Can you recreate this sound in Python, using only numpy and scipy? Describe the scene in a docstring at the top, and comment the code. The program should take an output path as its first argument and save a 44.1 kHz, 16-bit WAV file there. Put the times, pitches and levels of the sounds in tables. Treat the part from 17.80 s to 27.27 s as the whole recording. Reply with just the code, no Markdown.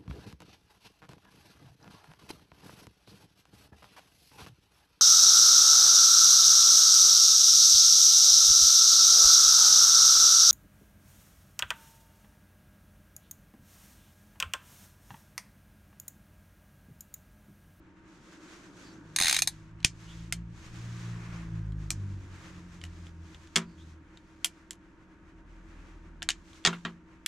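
"""Padded sleeves rustle, then a revolver's cylinder is spun and ticks against its pawl as it coasts.
The single-action gun is handled over a table in a small, soft room, close to a head-worn stereo microphone.
Sprung steel parts snap home and ring, fingers squeak on the metal, hard knocks set the table top booming.
Behind it an engine drones through the walls, over street rumble, a rush of air and an appliance's hum."""
import sys
import numpy as np
from scipy import signal
from scipy.fft import rfft, irfft, next_fast_len
from scipy.io import wavfile
from scipy.ndimage import map_coordinates

SR = 44100
rng = np.random.default_rng(int(sys.argv[2]) if len(sys.argv) > 2 else 0)


def wav_out(sig):
    """Save sig, one row per channel (or a flat mono array), as 16-bit PCM at SR to the path in sys.argv[1]."""
    wavfile.write(sys.argv[1], SR, np.round(np.clip(np.atleast_2d(sig).T, -1, 1) * 32767).astype(np.int16))


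N = 417627
HIT_SAMPLES = 16384
# stereo width of the noises and the table's clatter: frequency_hz, side_minus_mid_db
SCENE_WIDTH = [(100, -12.5), (600, -17), (1200, -6.5), (2500, -1.5), (5000, -5), (8000, -3.5),
               (13000, -3.5)]


def ratchet(pawl_db=5.5, scatter_db=1.5):
    """The pawl drops into each passing notch: weaker, thinner and crisper as the cylinder slows."""
    # the cylinder is flicked up to speed and coasts: time_s, notches_per_s
    spin = [(1.3617, 25.6), (1.4157, 97.7), (1.6, 33.15), (1.69, 5.5)]
    # the cylinder's modes: pitch_hz, level_db, t60_s
    cylinder_modes = [(2425, -10, 0.027), (3480, -13, .07), (3800, -8, 0.047), (4197, -7.5, 0.04),
                      (5007, -1, 0.023), (5400, -15, 0.042), (6390, 3.5, 0.046), (8050, -17.5, .07),
                      (8670, -3.5, 0.039), (11800, -10.5, 0.071)]
    out, steel = np.zeros((2, N)), steelwork()
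    when, rate = np.transpose(spin)
    t = np.arange(when[0], when[-1], 1 / SR)
    speed = np.interp(t, when, rate)
    notches = np.cumsum(speed) / SR
    for i in np.searchsorted(notches, np.arange(notches[-1])):
        slowness = np.log10(rate.max() / speed[i])  # 0 at full speed, 1 at a tenth of it
        db = pawl_db - 1.5 * slowness + scatter_db * rng.standard_normal()
        edge_db, thin_db = -3.5 + 5 * slowness, 5 * slowness
        body = [(100, -24), (480, -21), (700, -6), (1250, -5), (2300, 2.5)]
        colour = [(hz, level - thin_db) for hz, level in body]
        colour += [(3000, -6.5), (4000, 5), (5200, edge_db - 3), (6500, edge_db), (8000, edge_db - 5),
                   (9300, edge_db + 1), (12500, edge_db - 12), (15000, -31)]
        crack = burst(t60=.007, hold_s=.0029)
        tick = click(colour, crack, [(cylinder_modes, -6)], steel, steel_db=-7, room_db=-20)
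        add(out, t[i], amp(db) * tick)
    return out


def whirr():
    """The spinning cylinder rattles on its pin, a fine rasp between the pawl's ticks."""
    # the rattle's swell: time_s, level_db
    swell = [(1.375, -110), (1.405, -48.5), (1.485, -31.5), (1.585, -37.5), (1.66, -110)]
    rasp = noise([(500, -26), (3800, -1), (7000, -7.5), (15000, -32)], crinkle_db=4)
    return amp(curves(swell)[0]) * rasp


def action():
    """Gate, hammer and cylinder stop snap home and rebound twice, evenly spaced and ever weaker."""
    # sprung parts striking; body, edge and top shape the low mids, treble and high treble:
    # start_s, level_db, body_db, edge_db, top_db, contact_t60_s, pitch_hz, ring_db, flight_s, loss_db
    snaps = [(2.047, 10.5, -11.5, 5, -12, 0.0073, 2490, -8, .005, 31),
             (2.5243, 2, -3, 0.5, -8, .022, 2130, -11.5, 0.011, 18),
             (4.105, -8, 3, 14, 1.5, 0.0056, 2395, -5, 0.01, 12.5),
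             (5.0385, -13.5, -2, -4, -16, 0.015, 2890, -10, 0.013, 8),
             (5.7585, 8, -4.5, -1, -28, 0.0099, 3310, -12, 0.011, 27),
             (5.762, 11.5, -8.5, -2.5, -18, .015, 3305, -13.5, 0.0096, 8),
             (6.645, 4.5, -8.5, 1, -3.5, 0.029, 3220, -8, 0.012, 12),
             (6.908, -10, -6.5, 0.5, -5.5, 0.0083, 7110, -10, 0.023, 17),
             (8.4212, -6, -3, -14, -35, .012, 3463, -21, .006, 22),
             (8.4275, -6, -1, -2.5, -16, .012, 2880, -18, 0.0091, 20),
             (8.489, 8.5, -4.5, -5, -18.5, .01, 6620, -16, 0.0091, 11),
             (8.504, 1, -13, 0, -24, .012, 2990, -10, 0.012, 13.5),
             (8.85, 11, -2, -2, -30.5, 0.029, 3380, -9, .0112, 1.5),
             (8.929, -8, 6.5, -18.5, -29, 0.095, 1400, -16, .01, 20),
             (9.0502, 1, 0, -16, -51, 0.021, 1650, -12.5, 0.0083, 9.5),
             (9.4613, 4.5, -13.5, -4.5, -8, 0.02, 3310, -11.5, 0.011, 20)]
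    out = np.zeros((2, N))
    for start_s, db, body_db, edge_db, top_db, t60, pitch_hz, ring_db, flight_s, loss_db in snaps:
        colour = [(100, body_db - 11), (520, body_db - 13.5), (720, body_db - 2), (920, body_db - 7.5),
                  (1300, body_db + 2), (2200, 1), (3600, -1.1), (5200, edge_db - .5), (7400, edge_db),
                  (11000, top_db), (13000, top_db - 7.5), (15000, top_db - 24)]
        for bounce in range(3):
            at_s = start_s + bounce * flight_s
            if at_s < N / SR:
                add(out, at_s, amp(db - bounce * loss_db) * contact(colour, t60, pitch_hz, ring_db))
    return out


def ticks():
    """Faint, brief ticks; the one at 2.044 s is a short, bright lead-in to the loud snap."""
    # the ticks: start_s, level_db, pitch_hz
    tick_events = [(2.0034, -28, 2870), (2.029, -22, 2347), (2.0443, -9.5, 6230), (3.922, -30, 1940),
                   (5.0146, -20.5, 3050), (5.2678, -25.5, 3425), (5.5462, -21.5, 2560),
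                   (5.673, -26.5, 7080), (6.373, -24, 3750), (8.732, -28, 3190), (8.841, -23, 3420)]
    # spectrum of a tick: frequency_hz, level_db
    colour = [(100, -17), (520, -18.5), (720, -8.5), (1300, -5.5), (2200, -1), (3600, 2.5), (5200, -7),
              (7400, -8.5), (11000, -22), (15000, -42.5)]
    out = np.zeros((2, N))
    for start_s, db, pitch_hz in tick_events:
        add(out, start_s, amp(db) * contact(colour, .012, pitch_hz, ring_db=-11))
    return out


def contact(colour, t60, pitch_hz, ring_db, frame_db=-16, part_t60=.019):
    """A struck part rings briefly and shakes the frame."""
    # the frame's modes: pitch_hz, level_db, t60_s
    frame_modes = [(695, 0.5, .07), (1370, -7, 0.058), (1840, -11.5, 0.064), (1766, -7.5, 0.12),
                   (2030, -15, .13), (2357, -8, 0.14), (2900, -2.5, 0.089), (3125, -2.5, 0.11),
                   (3460, -10, 0.085), (3460, -11.5, 0.087), (4190, -9.5, .09), (4400, -9, .1),
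                   (6330, -9.5, .07), (6220, 1.5, 0.047), (6710, -6.5, 0.1), (6940, -3.5, .07)]
    steel = steelwork()  # each blow finds other modes in the gripped gun
    bodies = [(frame_modes, frame_db), ([(pitch_hz, 0, part_t60)], ring_db)]
    return click(colour, burst(t60), bodies, steel, steel_db=-10.5, room_db=-20.5)


def click(colour, crack, bodies, steel, steel_db, room_db):
    """Steel meets steel near the microphone: a crack, ringing steelwork and bodies, a faint room tail."""
    # stereo width of the gun: frequency_hz, side_minus_mid_db
    gun_width = [(100, -13), (600, -16.5), (1200, -7.5), (2200, -11.5), (4000, -8), (8000, -1.5),
                 (13000, -1.5)]
    shimmer = signal.fftconvolve(crack, steel, axes=1)[:, :HIT_SAMPLES]
    direct = crack + amp(steel_db) * shimmer / np.linalg.norm(shimmer[0])
    for modes, db in bodies:
        tone = ring(modes)
        mid_side = [[1], [rng.uniform(-1, 1)]]
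        direct += amp(db) * tone / np.linalg.norm(tone) * mid_side
    ahead = amp([[0], [-6]])  # sound from straight ahead has less side than the room
    return stereo(direct * ahead + amp(room_db) * room_tail(), colour, gun_width)


def steelwork(t60=.07, count=80):
    """The many weak modes of barrel, pins and springs, as mid and side."""
    hz = 700 + 13000 * (np.arange(count) + rng.random(count))[:, None] / count
    t = np.arange(HIT_SAMPLES // 4) / SR
    modes = np.sin(2 * np.pi * hz * t) * amp(-60 * t / t60)
    return rng.choice([-1, 1], (2, count)) @ modes


def jolts():
    """The hand absorbs each jolt of the gun: one low push that dies at once."""
    # the pushes: start_s, level_db, length_s
    pushes = [(1.408, -30, 0.0025), (1.449, -35.5, 0.0035), (2.0485, -20, 0.0042), (2.524, -36.5, 0.0044),
              (8.876, -36.5, 0.0049)]
    out = np.zeros(N)
    for start_s, db, length_s in pushes:
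        progress = np.arange(HIT_SAMPLES) / SR / length_s
        add(out, start_s, -amp(db) * np.sin(np.pi * progress) * np.exp(1 - 2 * progress))
    return out


def table_top(rise_s=.003):
    """Hard knocks set the table top booming; its dense upper modes merge into a short clatter."""
    # knocks that reach the table: start_s, boom_db, clatter_db
    knocks = [(5.763, -30.5, 5.5), (5.812, -52, -12.5), (8.85, -38, 9), (8.871, -30.5, 7),
              (8.931, -52, -6.5), (9.05, -37.5, 1)]
    # the top's low modes: pitch_hz, level_db, t60_s
    top_modes = [(172, 0, .46), (225, -1, .34), (379, -6, .21), (495, -14, .21), (660, -13, .2),
                 (980, -12, .23), (1152, -13, .19), (1373, -14, .15)]
    # spectrum of the clatter: frequency_hz, level_db
    clatter_colour = [(100, -18.5), (250, -1.5), (400, 5), (580, -9.5), (820, -5), (1100, 6), (2000, -0.5),
                      (4000, -10.5), (9000, -39.5)]
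    out, t = np.zeros((2, N)), np.arange(HIT_SAMPLES) / SR
    for start_s, boom_db, clatter_db in knocks:
        clatter = amp(clatter_db) * stereo(burst(t60=.14) * [[1], [.5]], clatter_colour)
        boom = amp(boom_db) * ring(top_modes, scatter_db=.5)
        add(out, start_s, (boom + clatter) * (1 - np.exp(-t / rise_s)))
    return out


def finger_squeaks(jitter_hz=260):
    """A finger sticks and slips on the steel: a fuzzy, gliding squeak."""
    # skin sliding on steel: start_s, length_s, start_hz, end_hz, level_db
    slides = [(1.022, 0.12, 5000, 4200, -63), (1.104, 0.077, 4800, 7040, -69),
              (2.26, 0.098, 2800, 3730, -58), (2.352, 0.083, 3400, 3400, -67),
              (5.826, 0.155, 4650, 4550, -73.5), (5.967, 0.084, 3020, 3940, -64)]
    out = np.zeros(N)
    for start_s, length_s, start_hz, end_hz, db in slides:
        progress = np.linspace(0, 1, int(length_s * SR))
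        hz = start_hz + (end_hz - start_hz) * progress + jitter_hz * wobble(900)[:len(progress)]
        squeak = np.sqrt(2) * np.sin(2 * np.pi * np.cumsum(hz) / SR)
        add(out, start_s, amp(db) * np.sin(np.pi * progress) * squeak)
    return out


def sleeves():
    """Padded nylon rubs and crinkles; each stroke swells and fades with the speed of the arm."""
    # arm strokes: start_s, length_s, rub_db, hiss_db
    strokes = [(0.25, 0.44, -63, -62.5), (0.54, 0.36, -58.5, -60), (0.802, .45, -63.5, -61.5),
               (1.156, 0.79, -70.5, -64), (2.11, .43, -60, -59), (2.665, 0.64, -57.5, -59),
               (3.06, 0.33, -71, -59.5), (3, 0.89, -53.5, -60.5), (3.721, 0.96, -67.5, -67),
               (4.39, 0.53, -56.5, -61), (4.749, 0.65, -61.5, -63), (5.25, 0.78, -66.5, -65),
               (5.91, 0.27, -74.5, -66), (6.26, 0.71, -78.5, -73), (7.591, 0.73, -65, -73),
               (8.506, 0.68, -65.5, -62.5)]
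    # spectra of the rubbing and the nylon's hiss: frequency_hz, level_db
    rub_colour = [(150, -30.5), (400, -3), (750, -6.5), (1100, -0.5), (1700, -1.5), (2500, -6.5),
                  (4000, -21.5), (9000, -51.5)]
    hiss_colour = [(800, -30.5), (2000, -1), (3300, 1.5), (5000, -0.5), (6500, 1.5), (8600, -8),
                   (9700, -14), (12800, -18.5), (14000, -45.5)]
    power = np.zeros((2, N))
    for start_s, length_s, rub_db, hiss_db in strokes:
        add(power, start_s, amp([[rub_db], [hiss_db]]) ** 2 * np.hanning(int(length_s * SR)))
    resting = amp([[-67], [-78]])  # rub and hiss between strokes
    rub, hiss = np.sqrt(power + resting ** 2) * amp(2.2 * wobble(22))
    return rub * noise(rub_colour) + hiss * noise(hiss_colour, crinkle_db=1)


def engine():
    """Four low firing orders pass the walls; they swell and sink as the revs rise, sag and settle."""
    # the engine outside: time_s, firing_hz, firing_db, overtone_db
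    revs = [(.7, 54.2, -71.5, -79.5), (1.2, 53.16, -70.5, -56), (1.45, 50.4, -65, -55),
            (2.2, 55, -55.5, -52), (2.58, 56.57, -42.5, -42.5), (2.72, 57.19, -54, -47.5),
            (2.81, 56.9, -61, -59), (2.97, 57.55, -57, -46.5), (3.2, 58.32, -82, -45.5),
            (3.55, 56.77, -49.5, -43.5), (3.9, 53.07, -38.5, -39.5), (4.3, 48.54, -52.5, -42.5),
            (4.6, 44.94, -75.5, -46), (5.1, 42.58, -54, -50.5), (5.5, 41.3, -70, -55),
            (5.7, 41.05, -73.5, -71.5), (6.08, 40.27, -65.5, -53), (6.3, 39.4, -66, -71),
            (7.45, 40, -66, -76.5), (7.6, 41, -52, -71.5), (8.45, 40.6, -51, -59.5), (8.8, 40.27, -70, -77)]
    # second, third and fourth order: offset_db
    overtones = [0, -3, -3.2]
    # the room's low resonances, through which the overtones sweep: frequency_hz, gain_db
    room_gain = [(78, 5), (85, 5.5), (88, -9.5), (98, 6), (102, -5.5), (108, 1), (113, -5), (115.5, 7),
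                 (125, -15), (143, -6.5), (155, 2), (175, 0.5), (185, -12), (196, -4), (208, -20.5)]
    hz, firing_db, overtone_db = curves(revs)
    levels = [firing_db] + [overtone_db + db + along(room_gain, k * hz) for k, db in enumerate(overtones, 2)]
    phase = 2 * np.pi * np.cumsum(hz * (1 + .003 * wobble(12))) / SR
    orders = [amp(db + 1.9 * wobble(14)) * np.sin(k * phase) for k, db in enumerate(levels, 1)]
    return np.sqrt(2) * sum(orders)


def room_tail():
    """The soft room's short, diffuse tail, of energy 1; its treble dies first."""
    # the room's decay: frequency_hz, t60_s
    decay = [(200, .3), (1000, 0.1), (3000, 0.15), (7000, 0.14), (13000, 0.09)]
    hz, t, spectrum = signal.stft(rng.standard_normal((2, HIT_SAMPLES)), SR, nperseg=256)
    spectrum *= amp(-60 * t / along(decay, hz)[:, None])
    tail = signal.istft(spectrum, SR)[1][:, :HIT_SAMPLES]
    tail *= 1 - np.exp(-np.arange(HIT_SAMPLES) / SR / .005)
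    return tail / np.linalg.norm(tail[0])


def room_tone():
    """Street rumble, a low rush of air and an appliance's wavering hum."""
    # drift of the street and the air: time_s, rumble_db, rush_db
    drift = [(0, -60, -62), (.6, -67, -54.5), (1.15, -64.5, -52), (1.5, -57, -59), (2.6, -53, -62),
             (3.2, -50.5, -56.5), (4.3, -48, -55.5), (4.6, -53, -57.5), (6.8, -64.5, -60.5),
             (8, -57.5, -58), (9.47, -61, -61.5)]
    # their spectra: frequency_hz, level_db
    rumble_colour = [(10, -7), (25, -3), (45, 1), (80, -0.5), (120, -8), (180, -5.5), (240, -13),
                     (500, -33), (1200, -74.5)]
    rush_colour = [(60, -23.5), (130, -9.5), (185, -3), (245, -7), (320, 2.5), (375, -6.5), (440, -16.5),
                   (530, -15.5), (800, -22), (940, -18), (1200, -18), (1600, -16.5), (2500, -40),
                   (9000, -62.5), (15000, -82)]
    # the appliance's tones: pitch_hz, level_db
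    hum_tones = [(183, -67.5), (323, -63), (926, -75.5)]
    rumble_db, rush_db = curves(drift)
    t = np.arange(N) / SR
    hum = np.sqrt(2) * sum(amp(db) * np.sin(2 * np.pi * hz * t + .16 * wobble(5)) for hz, db in hum_tones)
    return amp(rumble_db) * noise(rumble_colour) + amp(rush_db) * noise(rush_colour) + hum


def ring(modes, scatter_db=2):
    """Damped modes, struck at new strengths each time."""
    t = np.arange(HIT_SAMPLES) / SR
    hz, db, t60 = np.transpose(modes)[:, :, None]
    envelopes = amp(db + scatter_db * rng.standard_normal(hz.shape) - 60 * t / t60)
    return np.sum(envelopes * np.sin(2 * np.pi * (hz * t + rng.random(hz.shape))), 0)


def burst(t60, hold_s=0):
    """Two unrelated rattles of micro-contacts that chatter on, then die; each of energy 1."""
    dying_s = np.maximum(np.arange(HIT_SAMPLES) / SR - hold_s, 0)
    rattle = rng.standard_normal((2, HIT_SAMPLES)) * amp(-60 * dying_s / t60)
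    return rattle / np.linalg.norm(rattle, axis=1, keepdims=True)


def noise(colour, crinkle_db=0):
    """Stereo noise of rms 1; crinkle breaks it into tiny grains."""
    pair = rng.standard_normal((2, next_fast_len(N)))
    pair[:, :N] *= amp(crinkle_db * wobble(700))
    coloured = stereo(pair, colour)[:, :N]
    return coloured / np.sqrt(np.mean(coloured ** 2))


def stereo(pair, colour, width=SCENE_WIDTH):
    """Colour mid and side into left and right; the microphone's ports agree less in the treble."""
    size = pair.shape[-1]
    hz = np.fft.rfftfreq(size, 1 / SR)
    mid_db = along(colour, hz)
    gains = amp([mid_db, mid_db + along(width, hz)])
    fold = np.zeros(size)  # minimum phase: nothing sounds before its cause
    fold[0], fold[1:size // 2] = 1, 2
    filters = np.exp(rfft(irfft(np.log(gains), size) * fold))
    mid, side = irfft(rfft(pair) * filters, size)
    return np.array([mid + side, mid - side])


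def amp(db):
    """Decibels to gain."""
    return 10 ** (np.asarray(db) / 20)


def along(points, hz):
    """Read (frequency_hz, value) points on a log axis."""
    knots_hz, values = np.transpose(points)
    return np.interp(np.log(hz + 1), np.log(knots_hz + 1), values)


def curves(rows):
    """One value per sample for each column after the time."""
    time_s, *columns = np.transpose(rows)
    return [np.interp(np.arange(N) / SR, time_s, column) for column in columns]


def wobble(rate):
    """A smooth random curve, rate knots a second."""
    return map_coordinates(rng.standard_normal(int(N * rate / SR) + 4), [np.arange(N) * rate / SR])


def add(track, start_s, sound):
    """Mix a sound into a track."""
    start = round(start_s * SR)
    track[..., start:start + sound.shape[-1]] += sound[..., :N - start]


def scene():
    """The gun close in front of the microphone, with the room around it."""
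    gun = ratchet() + whirr() + action() + ticks() + jolts() * amp([[-3], [2]])  # jolts lean right
    return gun + table_top() + finger_squeaks() + sleeves() + engine() + room_tone()


def record(dry, top_hz=16300):
    """The head-worn camera rounds off the highest peaks and cuts the treble above its band limit."""
    rounded = dry / (1 + dry ** 8) ** (1 / 8)
    return signal.sosfilt(signal.cheby1(14, .2, top_hz, fs=SR, output="sos"), rounded)


dry = scene()
out = record(dry)
wav_out(out)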